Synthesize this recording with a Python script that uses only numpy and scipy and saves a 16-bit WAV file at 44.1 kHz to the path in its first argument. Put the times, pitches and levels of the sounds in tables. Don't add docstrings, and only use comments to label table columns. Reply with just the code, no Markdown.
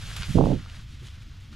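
import sys
import numpy as np
from scipy import signal
from scipy.fft import rfft, irfft, next_fast_len
from scipy.io import wavfile
from scipy.ndimage import uniform_filter1d

SR = 44100
rng = np.random.default_rng(int(sys.argv[2]) if len(sys.argv) > 2 else 0)


def bounce(signal):
    frames = np.transpose(np.atleast_2d(signal))
    limited = np.clip(frames, -1, 1)
    pcm = np.round(limited * 32767).astype(np.int16)
    wavfile.write(sys.argv[1], SR, pcm)


N = 68355
t = np.arange(N) / SR


def undb(db):
    return 10 ** (np.asarray(db) / 20)


def unit(x):
    return x / np.sqrt(np.mean(x ** 2) + 1e-18)


def curve(rows):
    return np.interp(t, *np.array(rows, float).T)


def swell(at, rise_s, fall_s):
    return np.exp(-((t - at) / np.where(t < at, rise_s, fall_s)) ** 2 / 2)


def shape(x, gain):
    size = next_fast_len(N + 8192)
    hz = np.maximum(np.arange(size // 2 + 1) * SR / size, 1)
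    return irfft(rfft(x, size) * gain(hz), size)[..., :N]


def colour(x, points):
    hz, db = np.array(points, float).T
    return shape(x, lambda f: unit(undb(np.interp(np.log(f), np.log(hz), db))))


def drift(rate_hz):
    hold = int(SR / rate_hz)
    stairs = np.repeat(rng.standard_normal(N // hold + 1), hold)
    return unit(uniform_filter1d(uniform_filter1d(stairs, hold), hold)[:N])


def steady(x, span_s):
    return x / np.sqrt(uniform_filter1d(x ** 2, int(span_s * SR)) + 1e-12)


def ticks(per_s, spread_db):
    hits = (rng.random(N) < per_s / SR) * np.sign(rng.standard_normal(N))
    return unit(hits * undb(spread_db * np.minimum(rng.exponential(size=N), 5)))


# f/Hz, relative level/dB
FIELD_COLOUR = [(200,-1),(600,-1),(1400,2),(3300,7),(6000,-3.5),(9000,-27),(13000,-9),(15500,-18)]
def field():
    return colour(rng.standard_normal(N), FIELD_COLOUR) * undb(-64.5)


# f/Hz, relative level/dB
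BREEZE_COLOUR = [(12,-1.5),(25,-1),(55,0.5),(85,4),(125,-1),(160,-12.5),(230,-21),(350,-31.5),(600,-43),(1200,-67),(3000,-76)]
def breeze(level_db=-37, side_db=-23.5, fade_db_per_s=4):
    mid, side = (steady(colour(rng.standard_normal(N), BREEZE_COLOUR), 0.062) for _ in range(2))
    rumble = mid + undb(side_db) * np.array([side, -side])
    return rumble * undb(level_db - fade_db_per_s * t)


# t/s, level/dB, centre f/Hz
STEPS = [(.928,-55,227),(1.021,-54.5,270),(1.272,-55,198),(1.511,-48.5,186),(1.533,-46.5,195)]
def steps():
    out = np.zeros(N)
    for at, db, hz in STEPS:
        soil = shape(rng.standard_normal(N), lambda f: 1 / (1 + (f / hz - hz / f) ** 4))
        out += steady(soil, 0.031) * undb(db) * swell(at, rise_s=0.0073, fall_s=0.021)
    return out


# t/s, peak level/dB, half width/s
POPS = [(.356,-4,0.00097),(.3805,-15.5,0.00036),(0.3866,-6,.00036),(.393,-8,.0006),(0.411,-5,0.00039),(0.4192,-20.5,.0003),(0.4266,-15,0.00086),(.4402,-9,0.00043),(0.4584,-14,0.00031),(.4703,-9,0.00049),(.497,-16.5,0.001),(.518,-13,0.00051),(.534,-16,0.00096)]
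def pops():
    out = np.zeros(N)
    for at, db, width in POPS:
        offset = (t - at) / width
        out -= undb(db) * (1 - offset ** 2) * np.exp(-offset ** 2 / 2)
    return out


# t/s, relative level/dB
GUST_LEVEL = [(0,-34.5),(.19,-38.5),(.21,-20),(.245,-55),(.272,-41),(.285,-20.5),(.315,-18.5),(.338,-37),(.354,-9),(.425,-11),(.48,-17),(.515,-12.5),(.55,-18),(.59,-29.5),(.63,-40),(.66,-46),(1.55,-57)]
# f/Hz, relative level/dB
GUST_COLOUR = [(12,-34),(25,3),(55,-1),(140,2.5),(250,-2),(450,-9),(800,-14.5),(1100,-22.5),(1500,-55),(2500,-80)]
# t/s, f/Hz
GUST_EDGE = [(0,74),(.17,95),(.21,131),(.27,120),(.335,161),(.356,445),(.385,650),(.46,734),(.53,674),(.565,433),(.62,161),(1.55,149)]
def gust(left_bass_hz=155):
    turbulence = colour(rng.standard_normal(N), GUST_COLOUR)
    edge_octave, level_db = np.log2(curve(GUST_EDGE)), curve(GUST_LEVEL)
    flow = np.zeros(N)
    for octave in range(5, 12):
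        weight = np.maximum(1 - abs(edge_octave - octave), 0)
        flow += weight * shape(turbulence, lambda f: 1 / np.sqrt(1 + (f / 2 ** octave) ** 7))
    right = steady(flow, 0.027) * undb(level_db - 4) + pops()
    left_spill = shape(right, lambda f: undb(-7) / np.hypot(1, f / left_bass_hz) + undb(-22.5))
    left_rumble = colour(rng.standard_normal(N), BREEZE_COLOUR) * undb(level_db - 23)
    return np.array([left_spill + left_rumble, right])


# peak t/s, level/dB, rise/s, fall/s
SWISHES = [(.166,-34,.002,0.0041),(.335,-46,0.018,0.02),(.823,-63.5,0.0073,0.011),(.90,-64,0.0066,0.034),(1.035,-56.5,.01,0.017),(1.074,-55,0.018,0.011),(1.224,-60,0.0049,.01),(1.403,-62.5,.003,0.048)]
# f/Hz, relative level/dB
SWISH_COLOUR = [(200,-7),(600,0),(1500,1.5),(3300,6.5),(5000,-2.5),(7200,-0.5),(8700,-9.5),(10500,-5.5),(15000,-21)]
def swishes():
    envelope = sum(undb(db) * swell(at, rise, fall) for at, db, rise, fall in SWISHES)
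    return envelope * colour(ticks(per_s=14000, spread_db=3), SWISH_COLOUR)


# t/s, level/dB, ring f/Hz, relative ring level/dB
SNAPS = [(0.1147,-45,1564,7),(0.1916,-43,3250,-14),(0.2225,-26,2930,-11.5),(0.232,-23.5,3360,-13),(.241,-41,2460,-1),(.4564,-57,1700,-5),(.597,-41,1940,-4.5),(0.6608,-47,1250,4),(.6982,-44,2890,-3),(1.085,-45.5,3300,-2),(1.529,-43.5,1400,-7)]
# f/Hz, relative level/dB
SNAP_COLOUR = [(200,-9),(800,-14),(1500,5.5),(3200,3),(4800,3),(7000,-17),(15000,-41)]
def snaps(crack_s=0.00089, tail_s=0.014, tail_db=-20, ring_s=0.002):
    cracks, rings = np.zeros(N), np.zeros(N)
    for at, db, hz, ring_db in SNAPS:
        age = np.maximum(t - at, 0)
        decay = np.exp(-age / crack_s) + undb(tail_db) * np.exp(-age / tail_s)
        cracks += (age > 0) * undb(db) * decay
        rings += 2 * undb(db + ring_db) * np.sin(2 * np.pi * hz * age) * np.exp(-age / ring_s)
    return colour(cracks * rng.standard_normal(N), SNAP_COLOUR) + rings


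# t/s, relative level/dB
RUBBING = [(0,-46.5),(.06,-45.5),(.21,-43.5),(.235,-45),(.26,-43.5),(.375,-45),(.41,-49.5),(.46,-48),(.53,-50),(.67,-55.5),(.755,-50.5),(.80,-54),(.87,-56.5),(.92,-54.5),(1.0,-57),(1.07,-51.5),(1.14,-56),(1.3,-58.5),(1.51,-59),(1.532,-54),(1.55,-58)]
# f/Hz, relative level/dB
LEAF_COLOUR = [(150,-30),(400,-31),(800,-16.5),(1400,-4),(2300,-1.5),(3400,0),(5200,-5.5),(7000,-9),(8600,-15.5),(10000,-15),(12500,-24.5),(15500,-46)]
# t/s, relative level/dB
KNOCKING = [(0,-50.5),(.23,-43.5),(.33,-53),(.6,-54),(.76,-52.5),(.85,-65.5),(1.07,-60.5),(1.5,-65),(1.535,-57)]
# f/Hz, relative level/dB
STEM_COLOUR = [(200,-16),(600,-7.5),(950,-8),(1400,-1),(2400,-9),(3200,-4.5),(5000,-15.5),(9000,-41.5)]
def leaves_and_stems(treble_hz=6600, treble_db_per_db=0.56):
    effort_db = curve(RUBBING)
    scrape = colour(ticks(per_s=16000, spread_db=2.5), LEAF_COLOUR)
    treble = shape(scrape, lambda f: 1 / (1 + (treble_hz / f) ** 4))
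    scrape += treble * (undb(treble_db_per_db * (effort_db - effort_db.mean())) - 1)
    rattle = colour(ticks(per_s=5000, spread_db=3), STEM_COLOUR)
    scrape *= undb(effort_db - 1 + drift(70.4))
    rattle *= undb(curve(KNOCKING) - 0.5 + drift(48.2))
    return scrape + rattle


def corn():
    return leaves_and_stems() + swishes() + snaps()


def among_plants(direct, scattered, clear_at_s=0.77, clearing_s=0.18, row_db=-13.5, open_db=-29):
    in_row = 0.5 - 0.5 * np.tanh((t - clear_at_s) / clearing_s)
    lag_s, lag_top_hz, wide_hz = 26e-6, 6000, 7100
    late = shape(direct, lambda f: np.exp(-2j * np.pi * f * lag_s / (1 + (f / lag_top_hz) ** 8)))
    side = shape(scattered, lambda f: np.hypot(1, f / wide_hz))
    side *= undb(open_db + in_row * (row_db - open_db))
    return np.array([direct + in_row * (late - direct) + side, direct - side])


def scene():
    return among_plants(corn(), corn()) + steps() + field() + gust() + breeze()


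def record(dry):
    return signal.sosfilt(signal.ellip(8, 0.2, 70, 15100, fs=SR, output="sos"), dry)


dry = scene()
out = record(dry)
bounce(out)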